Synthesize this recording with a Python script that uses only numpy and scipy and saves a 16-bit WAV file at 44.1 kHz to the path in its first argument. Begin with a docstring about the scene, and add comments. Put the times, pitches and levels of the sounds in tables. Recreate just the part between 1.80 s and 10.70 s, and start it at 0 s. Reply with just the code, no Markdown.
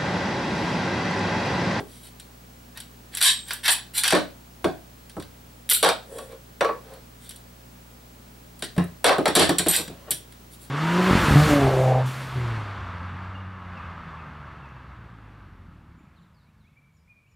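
"""An airsoft rifle is pulled apart over a wooden table in a small room, heard from close by.
Metal scrapes and clicks, a spring and a pin ring, the loose plastic half is knocked and laid on the table.
Each contact drives five parts (table, shell cavity, shell wall, receiver, small steel) with shaped noise
bursts and room tails; decaying sines add the clear rings. Air noise, mains hum and a thin whistle lie
below; a fast limiter flattens the loud blows."""
import sys
import numpy as np
from scipy import signal
from scipy.fft import rfft, irfft, next_fast_len
from scipy.io import wavfile
from scipy.ndimage import uniform_filter1d

SR = 44100
rng = np.random.default_rng(int(sys.argv[2]) if len(sys.argv) > 2 else 0)


def dump(signal):
    """Clip the signal to [-1, 1] and save it as 16-bit WAV at the path in sys.argv[1]."""
    limited = np.clip(np.atleast_2d(signal).T, -1, 1)
    pcm = np.round(limited * 32767).astype(np.int16)
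    wavfile.write(sys.argv[1], SR, pcm)


N = 392490
SIZE = 32768  # samples per event, 0.74 s
HZ = np.fft.rfftfreq(SIZE, 1 / SR)
AGE_S = np.arange(SIZE) / SR
SHAKEN_HZ = 9200  # centre of the steel's treble when plastic or table shakes it

# knocks on the hollow plastic shell: start_s, level_db, hardness_db, hollow_ring_db
KNOCKS = [(2.324, -15.5, 1, -49), (2.35, -17.5, -0.5, -44), (2.843, -23.5, -4.5, -50),
          (4.028, -19.5, 12.5, -19), (4.046, -11.5, 2.5, -31), (4.088, -23, 7.5, -20),
          (4.384, -34.5, -27, -38.5), (4.522, -61, 16, -54), (4.808, -15, -12, -25),
          (4.846, -25, -9.5, -17.5), (4.89, -20.5, -39, -24), (4.912, -45, -23, -33),
          (7.243, -13.5, 7, -31), (7.265, -13.5, 1, -27), (7.293, -10.5, -7, -20.5),
          (7.456, -17.5, -1, -52), (7.552, -23, 24, -35), (7.562, -13, 18, -20), (7.595, -15.5, 13.5, -37)]
# gun bumps the table: start_s, level_db, hardness_db, tabletop_ring_db
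THUDS = [(0.002, -33, 0.5, -50), (2.331, -13.5, 1, -21.5), (2.843, -16, -11, -27), (3.367, -30, -8, -28),
         (4.046, -28, 0, -34), (6.824, -34, -1, -48), (6.964, -34, 2, -41), (6.979, -22.5, 2, -10.5),
         (7.265, -30, -5, -23), (7.382, -17, -3, -31), (7.479, -24, 15, -24.5), (7.562, -7.5, -6, -18),
         (7.595, -15, -11, -20), (7.692, -17.5, 11, -18.5), (7.793, -28, 19.5, -25), (7.862, -22, 3, -38),
         (7.868, -26, 13, -41), (7.99, -36, 4, -31), (8.078, -42, 17.5, -34), (8.097, -42.5, -15, -30),
         (8.312, -41, -5, -33.5)]
# plastic shell rubs along: middle_s, half_length_s, level_db, hardness_db, hollow_ring_db
RUBS = [(4.372, 0.036, -49.5, -8, -39), (4.52, 0.02, -55.5, 5, -42.5), (5.111, 0.034, -53.5, 0, -47),
        (7.632, 0.02, -33.5, 5, -38), (7.979, 0.017, -40.5, 17.5, -55), (8.154, 0.06, -55, -6, -66),
        (8.287, 0.011, -40.5, -20, -54)]
# modes of the hollow plastic half, two air modes first: pitch_hz, relative_level_db, t60_s
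HOLLOW_MODES = [(464, 0, 0.13), (531.5, -1, 0.19), (651, -13, 0.25), (1130, -3.5, 0.2), (1210, -0.5, 0.08),
                (1318, -11, 0.12)]


def amp(db):
    """Decibels to gain."""
    return 10 ** (np.asarray(db) / 20)


def norm(x):
    """Scale to an energy of 1."""
    return x / np.sqrt(np.sum(x ** 2) + 1e-20)


def decay(t60_s):
    """Exponential envelope that falls 60 dB in t60_s."""
    return np.exp(-np.log(1000) * AGE_S / t60_s)


def along(points, hz):
    """Read (Hz, value) points on a log frequency axis."""
    f, v = np.transpose(points)
    return np.interp(np.log(hz + 1), np.log(f + 1), v)


def causal(points):
    """Minimum-phase response of a dB spectrum: it rings only after the blow."""
    cepstrum = irfft(np.log(amp(along(points, HZ))))
    cepstrum[1:SIZE // 2] *= 2
    cepstrum[SIZE // 2 + 1:] = 0
    return np.exp(rfft(cepstrum))


def filtered(x, gain):
    """Apply a gain that depends on frequency."""
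    m = next_fast_len(N + SR // 2)
    spectrum = rfft(x, m) * gain(np.fft.rfftfreq(m, 1 / SR))
    return irfft(spectrum, m)[..., :N]


def add(track, start_s, sound):
    """Mix a sound into a track at start_s, or at 0 if that is negative."""
    start = max(round(start_s * SR), 0)
    piece = track[..., start:start + sound.shape[-1]]
    piece += sound[..., :piece.shape[-1]]


def background(air_db=-53):
    """Mid and side of the quiet room: shaped air noise, mains hum and a thin electronic whistle."""
    # air spectrum: pitch_hz, relative_db_per_hz
    air_spectrum = [(15, -81), (25, -44), (41, -6), (64, -45), (87, -4), (108, -12), (145, -6), (242, -5.5),
                    (317, -10.5), (354, -10.5), (503, -13.5), (1610, -21), (8360, -26.5), (14800, -28),
                    (16000, -92)]
    # air width: pitch_hz, side_minus_mid_db
    air_width = [(60, -18), (110, -11), (200, -10), (380, -1), (700, 2.5), (1290, 3), (2380, -0.5),
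                 (4400, -3.5), (8120, -2.5), (15000, -76)]
    # hum and whistle: pitch_hz, level_db_rms
    hum = [(60, -54), (120, -56.5), (180, -64), (240, -62), (15734, -61.5)]
    mid, side = filtered(rng.standard_normal((2, N)), lambda hz: amp(along(air_spectrum, hz)))
    side = filtered(side, lambda hz: amp(along(air_width, hz)))
    out = amp(air_db) * np.array([mid, side]) / mid.std()
    t = np.arange(N) / SR
    for hz, db in hum:
        out[0] += amp(db) * np.sqrt(2) * np.sin(2 * np.pi * (hz * t + rng.random()))
    return out


def room(build_s=0.0021):
    """Mid and side spectra of a fresh noise tail whose decay time depends on frequency."""
    # decay: pitch_hz, t60_s
    room_decay = [(150, 0.39), (600, 0.29), (1500, 0.26), (4000, 0.29), (9000, 0.22), (15000, 0.15)]
    hz, t, z = signal.stft(rng.standard_normal((2, SIZE // 2)), SR, nperseg=256)
    fade = amp(-60 * t / along(room_decay, hz)[:, None])
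    tail = signal.istft(z * fade, SR, nperseg=256)[1]
    build = 1 - np.exp(-AGE_S[:tail.shape[1]] / build_s)
    return rfft(tail * build, SIZE)


def widened(side):
    """Narrow or widen the room sound by frequency through its side signal."""
    # room width: pitch_hz, side_minus_mid_db
    room_width = [(100, 8), (300, -1), (1000, -5.5), (5000, -6), (7500, -9), (12000, -34)]
    return filtered(side, lambda hz: amp(along(room_width, hz)))


def part_bodies():
    """Minimum-phase spectra of the five parts."""
    # radiation of each part: pitch_hz, relative_db_per_hz
    table_body = [(25, -48), (50, -22), (90, -16), (135, -11), (174, 1.5), (222, -4), (312, 6), (385, 6),
                  (460, -1.5), (900, -81.5)]
    cavity_body = [(150, -58), (320, -19), (400, -8), (470, -4), (533, -2.5), (585, -1.5), (645, -1),
                   (730, -4.5), (880, -8.5), (990, -10.5), (1110, -7.5), (1190, -15), (1280, -9.5),
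                   (1450, -22), (2500, -65)]
    wall_body = [(350, -69), (740, -13), (900, -11), (1110, -9.5), (1290, -13), (1420, -3), (1570, 0),
                 (1900, -5), (2250, -10.5), (2800, -10), (6000, -59.5)]
    receiver_body = [(900, -75), (1950, -4), (2350, -3.5), (2750, -5), (3200, 3), (3950, 3.5), (4400, 1),
                     (4850, -1), (5200, -10), (5800, 0.5), (6300, -19), (6700, -12), (12000, -52)]
    steel_body = [(3000, -97), (6300, -36), (6800, -5), (7400, 3), (8400, 2.5), (9800, 2.5), (10800, -1.5),
                  (11600, 0.5), (13000, -6), (15000, -1), (16000, -33)]
    return [causal(p) for p in (table_body, cavity_body, wall_body, receiver_body, steel_body)]


def excite(force, levels_db, steel_hz, bodies, bite_s=0.00017, steel_octaves=0.4, gun_t60_s=0.024,
           spread_per_db=0.15, firm_db=-28):
    """Mid and side sound of a force on the five parts; a level is near energy averaged over 10 ms."""
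    # per part: ring t60_s
    part_t60_s = [0.16, 0.13, 0.03, 0.061, 0.029]
    # per part: room level relative to near sound, db, for firm blows
    part_wet_db = [-8, -3.5, -1, -1.5, -4.5]
    out, walls, push = np.zeros((2, SIZE)), room(), rfft(force, SIZE)
    # the small part touched sets the treble's centre
    focus = np.exp(-.5 * (np.log2((HZ + 1) / steel_hz) / steel_octaves) ** 2)
    focused = bodies[:-1] + [bodies[-1] * focus]
    # a light contact stays local; a hard one fills the room
    spread_db = spread_per_db * min(max(levels_db) - firm_db, 0)
    for body, db, t60_s, wet_db in zip(focused, levels_db, part_t60_s, part_wet_db):
        # dense ring, new at each point of contact
        ring = rng.standard_normal(SIZE) * (1 - np.exp(-AGE_S / bite_s)) * decay(t60_s)
        near = irfft(push * rfft(ring) * body)
        # close-set modes of the whole gun colour the room sound
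        gun_modes = rfft(rng.standard_normal(SIZE) * decay(gun_t60_s))
        far = irfft(push * body * gun_modes * walls)
        out[0] += amp(db) * norm(near)
        out += amp(db + wet_db + spread_db) * np.sqrt(2) * norm(far)
    return out * np.sqrt(SR / 100)


def ringing(hits, modes, vary_db=3.1, rise_s=0.0026):
    """A few clear modes sing on after each hit as decaying sines, at new strengths each time."""
    out = np.zeros(N)
    for start_s, *_, ring_db in hits:
        for hz, mode_db, t60_s in modes:
            gain = amp(ring_db + mode_db + vary_db * rng.standard_normal())
            fade = (1 - np.exp(-AGE_S / rise_s)) * decay(t60_s)
            add(out, start_s, gain * fade * np.sin(2 * np.pi * hz * AGE_S))
    return out


def stroke(half_s, catches_per_s=1800, scatter_db=4):
    """Force of a slide, and time to its middle: random catches under a swell and fade."""
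    lead_s = 3 * half_s
    strength = amp(scatter_db * rng.standard_normal(SIZE))
    catches = (rng.random(SIZE) < catches_per_s / SR) * strength * rng.choice([-1, 1], SIZE)
    return catches * np.exp(-((AGE_S - lead_s) / half_s / 2) ** 2), lead_s


def on_table(db, hardness_db):
    """Levels of the five parts when the gun meets the table; hardness favours small, bright parts."""
    # per part: share_db
    table_share_db = [1, -3.5, -15.5, -19.5, -21]
    # per part: gain_db per hardness_db
    table_tilt = [0.017, 0.035, 0.6, 1, 1.0]
    return db + np.array(table_share_db) + hardness_db * np.array(table_tilt)


def on_shell(db, hardness_db):
    """Levels of the five parts when the plastic shell is touched; hardness favours bright parts."""
    # per part: share_db
    shell_share_db = [-14, 0.5, -5.5, -7.5, -12.5]
    # per part: gain_db per hardness_db
    shell_tilt = [0.05, 0.1, 0.25, 0.7, 1.0]
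    return db + np.array(shell_share_db) + hardness_db * np.array(shell_tilt)


def on_metal(db, hardness_db):
    """Levels of the five parts when metal meets metal; hardness favours receiver and steel."""
    # per part: share_db
    metal_share_db = [-37, -27.5, -5, 2, 2.1]
    # per part: gain_db per hardness_db
    metal_tilt = [-1.1, -1.25, -0.47, 0.26, 0.91]
    return db + np.array(metal_share_db) + hardness_db * np.array(metal_tilt)


def tabletop_ring():
    """Board modes sound after each thud."""
    # modes: pitch_hz, relative_level_db, t60_s
    tabletop_modes = [(87.3, -14.5, 0.42), (149, -9.5, 0.244), (174.9, -4, 0.23), (269, -9, 0.14)]
    return ringing(THUDS, tabletop_modes)


def rubbed_hollow(count=2):
    """A rub is too soft for upper modes: it drives only the air modes of the hollow half."""
    out, air = np.zeros(N), np.zeros(SIZE)
    for hz, db, t60_s in HOLLOW_MODES[:count]:
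        air += amp(db) * decay(t60_s) * np.sin(2 * np.pi * hz * AGE_S)
    for middle_s, half_s, *_, ring_db in RUBS:
        force, lead_s = stroke(half_s)
        length_gain = np.sqrt(SR * half_s * np.sqrt(2 * np.pi))
        add(out, middle_s - lead_s, amp(ring_db) * length_gain * norm(signal.fftconvolve(force, air)))
    return out


def spring_ring():
    """The plucked spring sings in a few high modes."""
    # plucks: start_s, level_db
    spring_hits = [(1.423, -27.5), (4.028, -58.5)]
    # modes: pitch_hz, relative_level_db, t60_s
    spring_modes = [(7262, -8, .6), (7391, -7, .7), (8215, 0, 0.9), (8280, -5, 0.9)]
    return ringing(spring_hits, spring_modes)


def pin_ring():
    """A struck loose steel pin sings in a few high modes."""
    # strikes: start_s, level_db
    pin_hits = [(7.884, -20), (7.96, -30)]
    # modes: pitch_hz, relative_level_db, t60_s
    pin_modes = [(8245, -3, .2), (8725, -6, .16), (12147, 0, .26), (12850, -16, .22)]
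    return ringing(pin_hits, pin_modes)


def slides(bodies, scrape_hz=9670):
    """Metal scrapes and plastic rubs drive the five parts with trains of catches."""
    # metal on metal: middle_s, half_length_s, level_db, hardness_db
    scrapes = [(0.146, 0.037, -60.5, 3.5), (0.254, 0.016, -56, 5), (0.969, 0.0076, -49.5, -12),
               (1.343, 0.0098, -45, -7), (1.704, 0.017, -42, -3), (1.857, 0.009, -26.5, -5.5),
               (1.916, 0.0096, -42, 23), (2.162, 0.0093, -36, 3), (2.182, 0.01, -30.5, 6),
               (2.254, 0.009, -28, -7), (3.915, 0.0064, -28.5, -10), (4.377, 0.041, -63, 11),
               (5.445, 0.016, -56.5, 2), (6.842, 0.005, -40, 0), (7.941, 0.012, -28, 0.5),
               (8.733, 0.009, -61.5, 11), (8.831, 0.014, -62, 10)]
    out = np.zeros((2, N))
    for strokes, levels in ((scrapes, on_metal), (RUBS, on_shell)):
        for middle_s, half_s, db, hardness_db, *_ in strokes:
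            force, lead_s = stroke(half_s)
            # hold the level over the stroke's length instead of 10 ms
            length_gain = np.sqrt(100 * half_s * np.sqrt(2 * np.pi))
            sound = excite(force, levels(db, hardness_db), scrape_hz, bodies)
            add(out, middle_s - lead_s, length_gain * sound)
    return out


def contacts(bodies):
    """Single impulses drive the five parts: metal clicks, shell knocks and table thuds."""
    # metal on metal: start_s, level_db, hardness_db, steel_pitch_hz
    clicks = [(0.398, -49, 2.5, 9100), (0.973, -42, -3, 10000), (1.002, -45.5, 4.5, 9500),
              (1.349, -43, 11.5, 8550), (1.371, -34.5, 3, 11300), (1.383, -41, 0, 9500),
              (1.407, -33, -3, 9600), (1.413, -24.5, -1.5, 9500), (1.425, -18.5, 4.5, 9500),
              (1.44, -7, 4.5, 9200), (1.684, -52, 8, 9000), (1.707, -30, -10.5, 9300),
              (1.733, -50.5, 19.5, 10200), (1.88, -15, -4, 10000), (1.983, -42, -8, 9300),
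              (2.235, -26, 0.5, 9300), (2.241, -26.5, -7, 9400), (2.278, -24, -1, 9100),
              (2.305, -24, -5, 9150), (3.296, -52, 0, 9550), (3.399, -48.5, -0.5, 8800),
              (3.424, -48, -5, 9800), (3.891, -36, 1, 10600), (3.898, -23.5, 15, 11000),
              (3.933, -27, 17, 10700), (4.384, -47, 2, 9900), (5.137, -65, 11.5, 10500),
              (5.492, -51, 11, 10000), (5.508, -48, 2, 9700), (5.56, -57, 10, 9500),
              (6.792, -60.5, 12, 9800), (6.823, -33, -4, 8300), (6.982, -41.5, -30, 9400),
              (7.04, -61.5, 13, 10500), (7.784, -28.5, 9, 8460), (7.884, -35, 17, 8900),
              (7.9, -33, -5, 9200), (7.911, -39, 17, 9300), (7.963, -42.5, 21.5, 8500),
              (8.307, -40, 19, 10200), (8.314, -34, 7, 10400), (8.523, -55.5, -0.5, 9450)]
    out = np.zeros((2, N))
    for start_s, db, hardness_db, steel_hz in clicks:
        add(out, start_s, excite([1], on_metal(db, hardness_db), steel_hz, bodies))
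    for blows, levels in ((KNOCKS, on_shell), (THUDS, on_table)):
        for start_s, db, hardness_db, _ in blows:
            add(out, start_s, excite([1], levels(db, hardness_db), SHAKEN_HZ, bodies))
    return out


def scene():
    """Left and right: the gun is straight ahead, only its room sound and the air are wide."""
    bodies = part_bodies()
    mid, side = contacts(bodies) + slides(bodies)
    mid = mid + spring_ring() + pin_ring()
    mid = mid + tabletop_ring() + ringing(KNOCKS, HOLLOW_MODES) + rubbed_hollow()
    mid, side = np.array([mid, widened(side)]) + background()
    return np.array([mid + side, mid - side])


def record(dry, ceiling_db=-14.5, release_db_per_s=800, top_hz=16200):
    """A limiter ducks just ahead of loud blows and recovers quickly; then a band limit."""
    power = np.abs(uniform_filter1d(np.mean(dry ** 2, axis=0), size=88))  # 2 ms
    over_db = np.maximum(10 * np.log10(power + 1e-12) - ceiling_db, 0)
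    # instant attack, linear release in dB
    recovery_db = release_db_per_s * np.arange(N) / SR
    duck_db = np.maximum.accumulate(over_db + recovery_db) - recovery_db
    limited = dry * amp(-uniform_filter1d(duck_db, size=66))  # 1.5 ms
    return filtered(limited, lambda hz: hz < top_hz)


dry = scene()
out = record(dry)
dump(out)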